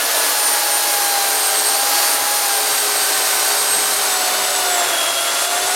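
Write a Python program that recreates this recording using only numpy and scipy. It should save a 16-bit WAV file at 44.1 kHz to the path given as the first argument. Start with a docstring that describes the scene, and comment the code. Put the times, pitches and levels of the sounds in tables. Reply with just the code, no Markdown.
"""An open work yard, the microphone a metre and a half from a corded electric chainsaw on a peeled log.
The chain enters grinding: cutters knock and tear the wood, links slap round the sprocket, the motor whines.
From about 1 s the kerf pinches the steel bar, which sings in short spells; near 4 s the log drones faintly.
As the bar is pressed in the motor sags, and whine, gear note and chain note sink with it, lowest near 5 s.
In the last half second the speed picks up a little and hard chips tick against the sprocket cover."""
import sys
import numpy as np
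from scipy import signal
from scipy.fft import rfft, irfft
from scipy.io import wavfile

SR = 44100
rng = np.random.default_rng(int(sys.argv[2]) if len(sys.argv) > 2 else 0)


def unload_wav(signal):
    """Save mono or channel-first audio to the path in sys.argv[1] as 16-bit WAV at rate SR, clipped to [-1, 1]."""
    wavfile.write(
        sys.argv[1],
        SR,
        np.round(np.clip(np.atleast_2d(signal).T, -1, 1) * 32767).astype(np.int16),
    )


N = 253575
TIME = np.arange(N) / SR
PINION_TEETH, WHEEL_TEETH, SPROCKET_TEETH, COMMUTATOR_BARS = 9, 34, 7, 20


# cutters bite harder (+) or lose grip (-), and near 5.48 s the level dips briefly: (time [s], length [s], knock
# change [dB], hiss change [dB])
CUTTER_BITES = [(0, .16, 0.5, -1.5), (.26, 0.16, 1, 0.5), (.42, 0.046, -1, 0), (2.02, 0.25, 1.5, 2),
                (2.2, .08, 0, -1), (2.7, 0.4, 0, 0), (3.3, 0.74, 1, 1.2), (4.1, 0.48, 0.5, 1),
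                (4.85, 0.21, 2.5, 0), (5.17, .1, -2, 0), (5.42, 0.098, 0, 2), (5.485, 0.046, -4, -3)]
def cutting(links, load, depth):
    """Every second link carries a cutter that works the wood; load, depth and bite set the levels."""
    knock_db, hiss_db = swells(CUTTER_BITES)
    entry_db = 6 * np.exp(-TIME / .47)  # extra grinding until the kerf guides the bar
    knock = undb(-25 + .31 * load + knock_db) * wood_knock(links)
    rasp = undb(-22 - 2 * load - .45 * depth + hiss_db) * wood_rasp(links)
    grind = undb(-31.5 + 4.6 * load + .5 * knock_db + entry_db) * cutter_grind(links)
    rattle = undb(-23.5 - 1.85 * load + 4.4 * depth + 1.1 * hiss_db) * link_rattle(links, depth)
    return knock + rasp + grind + rattle


# body of the knocked log: (frequency [Hz], relative level [dB])
KNOCK_SPECTRUM = [(30, -68), (70, -40), (125, -37), (190, -47.5), (245, -11.5), (320, -6), (480, -6),
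                  (640, 1.5), (780, 0.5), (950, 1), (1200, 0.5), (1500, -2), (2100, -3.5), (3000, -16),
                  (6000, -38)]
def wood_knock(links):
    """Each cutter knocks the log, and the yard answers."""
    knocks = strikes(links / 2, decay=.24, scatter_db=2, late=.25, slide=1.66)
    return yard(colour(knocks, KNOCK_SPECTRUM), wet_db=-7, drift_s=.0008)


# hiss of tearing wood: (frequency [Hz], relative level [dB])
RASP_SPECTRUM = [(300, -36), (1500, -9), (2600, -4), (3400, -4), (4200, 1), (5200, 0.5), (6800, 0),
                 (7800, -3.5), (10000, -12), (16000, -24)]
def wood_rasp(links):
    """The chain tears out chips in bright bursts at the link rate."""
    tears = strikes(links, decay=.23, scatter_db=2, late=.17, slide=1.33)
    return yard(colour(tears, RASP_SPECTRUM), wet_db=-9.5, drift_s=.0004)


# grinding in the kerf: (frequency [Hz], relative level [dB])
GRIND_SPECTRUM = [(170, -38), (380, -11.5), (650, 8), (1050, -35), (1420, 5.5), (2000, -14), (2750, 1.5),
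                  (3600, -1), (5000, -14), (9000, -17.5)]
def cutter_grind(links):
    """The cutters grind in long, very uneven strokes."""
    return colour(strikes(links / 2, decay=1, scatter_db=8, late=.13, slide=1.3), GRIND_SPECTRUM)


# links on the bar: (frequency [Hz], relative level [dB])
RATTLE_SPECTRUM = [(1000, -49), (4000, -6.5), (7000, -13), (8200, 2.5), (9200, 5.5), (10500, 3.5),
                   (12300, 3), (13500, 1), (15000, -4.5), (16000, -10.5)]
def link_rattle(links, depth, open_top_db=3.5, shade_db=-21):
    """All links rattle along the bar; deep in the kerf the log hides their highest treble."""
    tension = undb(1.1 * np.sin(2 * np.pi * 2 * links / SPROCKET_TEETH))  # taut twice per sprocket turn
    slaps = tension * strikes(links, decay=.33, scatter_db=1.2, late=.05, slide=1.15)
    rattle = colour(slaps, RATTLE_SPECTRUM)
    top = signal.sosfiltfilt(signal.butter(2, 11500, "high", fs=SR, output="sos"), rattle)
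    top_gain = undb(open_top_db + shade_db * depth)
    return undb(.5 * walk(rate_hz=12)) * (rattle + (top_gain - 1) * top)


# the chain pulls taut (+) or runs slack (-), and near 5.42 s the level dips briefly: (time [s], length [s],
# level change [dB])
CHAIN_TUGS = [(.05, .15, -9), (1.18, 0.11, 4), (1.65, .07, -5), (2.82, .1, -6), (3.68, .14, -8),
              (4.78, .14, 2.5), (5.42, .08, -11), (5.58, 0.069, 1.5)]
# overtones of the chain: (multiple of link rate, relative level [dB])
CHAIN_BUZZ = [(2, -33.5), (3, -44.5), (4, -39.5), (5, -38.5), (6, -43), (9, -44), (10, -54)]
def chain_note(links, link_hz, load):
    """Each link lands on the sprocket and jerks the chain: a clear note with rough, buzzing overtones."""
    tug_db, = swells(CHAIN_TUGS)
    note = undb(-27.5 + housing(link_hz) + tug_db) * tone(links, flutter=.13, flutter_hz=45)
    buzz = sum(undb(db) * tone(k * links, flutter=.25, flutter_hz=25) for k, db in CHAIN_BUZZ)
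    return note + undb(-1.3 + 1.5 * load) * buzz


# the whine swells and drops out: (time [s], length [s], level change [dB])
BRUSH_SWELLS = [(.13, .06, -9), (.19, 0.054, 5), (.33, 0.092, -4), (.46, .12, 7.5), (.56, .08, 5),
                (.65, 0.083, -12), (.75, .07, 7), (.86, 0.054, -14), (1.19, 0.16, -9), (1.65, .14, 5),
                (1.88, 0.17, -3), (2.29, 0.079, -8), (2.72, .2, -2), (3.72, .16, 5), (4.36, .12, -4),
                (4.76, .14, 7)]
# partials of the rotor: (multiple of motor speed, level without load [dB])
ROTOR_PARTIALS = [(2, -41.5), (4, -60), (6, -48), (8, -47), (10, -41)]
def motor(turns, speed_hz, load):
    """Brushes whine on the commutator, the rotor hums and the pinion sings against its wheel."""
    swell_db, = swells(BRUSH_SWELLS)
    flicker_db = 1.6 * walk(rate_hz=18)
    whine_db = -27 + housing(COMMUTATOR_BARS * speed_hz) - 2.5 * load + swell_db + flicker_db
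    gear_db = -28 + housing(PINION_TEETH * speed_hz)
    # the brushes chatter, which frays the whine and shows most when it is weak
    fray = undb(.5 * whine_db - 23.5) * tone(COMMUTATOR_BARS * turns, flutter=3, flutter_hz=230)
    whine = undb(whine_db) * tone(COMMUTATOR_BARS * turns, flutter=.22, flutter_hz=70)
    gear = undb(gear_db) * tone(PINION_TEETH * turns, flutter=.35, flutter_hz=50)
    hum = undb(-28 + housing(speed_hz)) * tone(turns, flutter=.15, flutter_hz=20)
    rotor = sum(undb(db) * tone(k * turns, flutter=.21, flutter_hz=22) for k, db in ROTOR_PARTIALS)
    return whine + fray + gear + hum + undb(-3 * load) * rotor


# the motor shaft through the cut: (time [s], speed [turns/s])
SHAFT_SPEED = [(0.0, 462), (0.15, 464.4), (0.31, 453), (0.54, 450), (0.76, 443.2), (0.84, 447.8),
               (1.08, 435.2), (1.42, 426), (1.63, 422.3), (1.9, 440.4), (2.14, 442.3), (2.37, 447.3),
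               (2.54, 430.9), (2.86, 415.5), (3.28, 412.3), (3.86, 418.2), (4.21, 396.4), (4.53, 399.6),
               (4.77, 383.6), (4.96, 367.9), (5.16, 366.4), (5.58, 382.1), (5.75, 397)]
def shaft(free_hz=465, labouring_hz=368):
    """Turns, speed and load of the shaft: the further the speed sags, the greater the load."""
    speed_hz = np.interp(TIME, *np.transpose(SHAFT_SPEED))
    load = ((free_hz - speed_hz) / (free_hz - labouring_hz)) ** 2
    turns = np.cumsum(speed_hz * (1 + .0006 * walk(rate_hz=25))) / SR
    return turns, speed_hz, load


# resonances of the saw's housing: (frequency [Hz], width [Hz], gain [dB])
HOUSING_MODES = [(388.2, 23.3, -7.5), (420.7, 34, -8), (457.3, 13, -7), (713, 73, 1.5), (810, 70, 0.5),
                 (3307, 92, 1), (3480, 550, -6), (8530, 1620, 1.5)]
def housing(hz):
    """Gain in dB that the housing gives a tone as the speed carries it through the resonances."""
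    power = sum(undb(db) ** 2 / (1 + (2 * (hz - centre_hz) / width_hz) ** 2) ** 2
                for centre_hz, width_hz, db in HOUSING_MODES)
    return 10 * np.log10(power)


# the kerf pinches the bar: (time [s], length [s], relative level [dB], pitch [Hz])
BAR_PINCHES = [(1.15, .25, -32, 4100), (1.7, .38, -31, 4490), (2.02, .17, -27.5, 4540),
               (2.7, .4, -35, 4530), (3.03, .11, -29.5, 4600), (3.547, 0.14, -29, 4630),
               (4.3, 0.22, -32, 4413)]
def bar_song():
    """The steel bar rings where the kerf pinches it: a pitched core in a rough band."""
    song = 0
    for s, length_s, db, hz in BAR_PINCHES:
        steel = .85 * ring(hz, width_hz=80) + .8 * ring(hz, width_hz=400)
        song = song + undb(db) * swell(s, length_s) * steel
    return song


# hard chips striking the cover: (time [s], relative level [dB])
CHIP_HITS = [(5.35, -3), (5.449, -5), (5.461, -10), (5.639, -13), (5.711, -8)]
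def chip_ticks(decay_s=.00064):
    """Hard chips tick against the sprocket cover."""
    envelope = sum(undb(db) * (TIME >= s) * np.exp(-np.abs(TIME - s) / decay_s) for s, db in CHIP_HITS)
    band = signal.butter(2, (1500, 9000), "band", fs=SR, output="sos")
    return undb(-6) * signal.sosfilt(band, envelope * rng.standard_normal(N))


# the log drones on its trestle: (time [s], length [s], level [dB])
LOG_DRONES = [(3.857, .28, -48.5), (4.383, 0.11, -47)]
def log_boom(settle_s=1.25):
    """The shaken log booms faintly and unevenly, building up as the saw settles on it."""
    boom_db = -60 - 10 * np.exp(-(TIME / settle_s) ** 2)
    drone = undb(-69) + sum(undb(db) * swell(s, length_s) for s, length_s, db in LOG_DRONES)
    boom = ring(122, width_hz=40) + undb(-16.5) * ring(75, width_hz=24)
    lurch_db = 3.5 * walk(rate_hz=18)
    return undb(boom_db + lurch_db) * boom + drone * ring(192, width_hz=30)


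def yard(x, wet_db, drift_s):
    """Planks, ground and log throw short echoes to the microphone; their paths drift as the saw moves."""
    sway_s, echoes = drift_s * walk(rate_hz=.6), 0
    for delay_s, share in rng.uniform((.002, -1), (.02, 1), size=(6, 2)):
        index = np.rint((TIME - delay_s - share * sway_s) * SR).astype(int)
        echoes = echoes + x[index % N]
    return unit(x + undb(wet_db) * unit(echoes))


def strikes(cycles, decay, scatter_db, late, slide):
    """One uneven burst of noise per cycle over steady sliding; decay and late are in cycles."""
    size, delay = rng.uniform(-1, 1, (N // 20, 2)).T * np.sqrt(3)
    start = np.arange(len(size)) + np.clip(late * delay, -.45, .45)
    start[0] = 0
    index = np.searchsorted(start, cycles, side="right") - 1
    burst = unit(undb(scatter_db * size[index]) * np.exp(-(cycles - start[index]) / decay))
    return unit(rng.standard_normal(N) * np.sqrt(burst ** 2 + slide ** 2))


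def tone(cycles, flutter, flutter_hz):
    """A partial whose strength and phase flutter as the saw shakes."""
    shake = 1 + flutter * (walk(flutter_hz) + 1j * walk(flutter_hz))
    return unit(np.real(shake * np.exp(2j * np.pi * (cycles + rng.random()))))


def ring(hz, width_hz):
    """A resonance shaken at random."""
    phase = 2 * np.pi * hz * TIME
    return unit(walk(width_hz) * np.cos(phase) + walk(width_hz) * np.sin(phase))


def colour(x, spectrum):
    """Shape a sound by (frequency [Hz], level [dB]) points; rms 1."""
    hz, db = np.transpose(spectrum)
    f = np.maximum(np.arange(N // 2 + 1) * SR / N, 1)
    gain = undb(np.interp(np.log(f), np.log(hz), db))
    return unit(irfft(rfft(x) * gain, N))


def walk(rate_hz):
    """A smooth random curve of rms 1 that changes about rate_hz times a second."""
    f = np.arange(N // 2 + 1) * SR / N
    return unit(irfft(rfft(rng.standard_normal(N)) / (1 + (f / rate_hz) ** 2) ** 2, N))


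def swell(s, length_s):
    """A smooth rise and fall around s, above about half height for length_s."""
    return np.exp(-np.pi * ((TIME - s) / length_s) ** 2)


def swells(table):
    """Sum (time [s], length [s], change [dB], ..) events into one curve for each dB column."""
    return sum(np.outer(db, swell(s, length_s)) for s, length_s, *db in table)


def undb(db):
    """Decibels to gain."""
    return 10 ** (np.asarray(db) / 20)


def unit(x):
    """Scale to rms 1."""
    return x / np.sqrt(np.mean(x ** 2))


def scene():
    """One shaft drives motor and chain; the saw stands dead centre before the microphone."""
    turns, speed_hz, load = shaft()
    depth = (TIME / TIME[-1]) ** 3.4  # the bar sinks slowly at first, then faster
    links_per_turn = PINION_TEETH / WHEEL_TEETH * SPROCKET_TEETH
    links, link_hz = turns * links_per_turn, speed_hz * links_per_turn
    saw = motor(turns, speed_hz, load) + chain_note(links, link_hz, load) + cutting(links, load, depth)
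    sound = saw + bar_song() + log_boom() + chip_ticks()
    return np.array([sound, sound])


def record(dry):
    """The recorder cuts the top steeply, just under 16 kHz."""
    return signal.sosfilt(signal.ellip(12, .1, 90, 15950, fs=SR, output="sos"), dry)


dry = scene()
out = record(dry)
unload_wav(out)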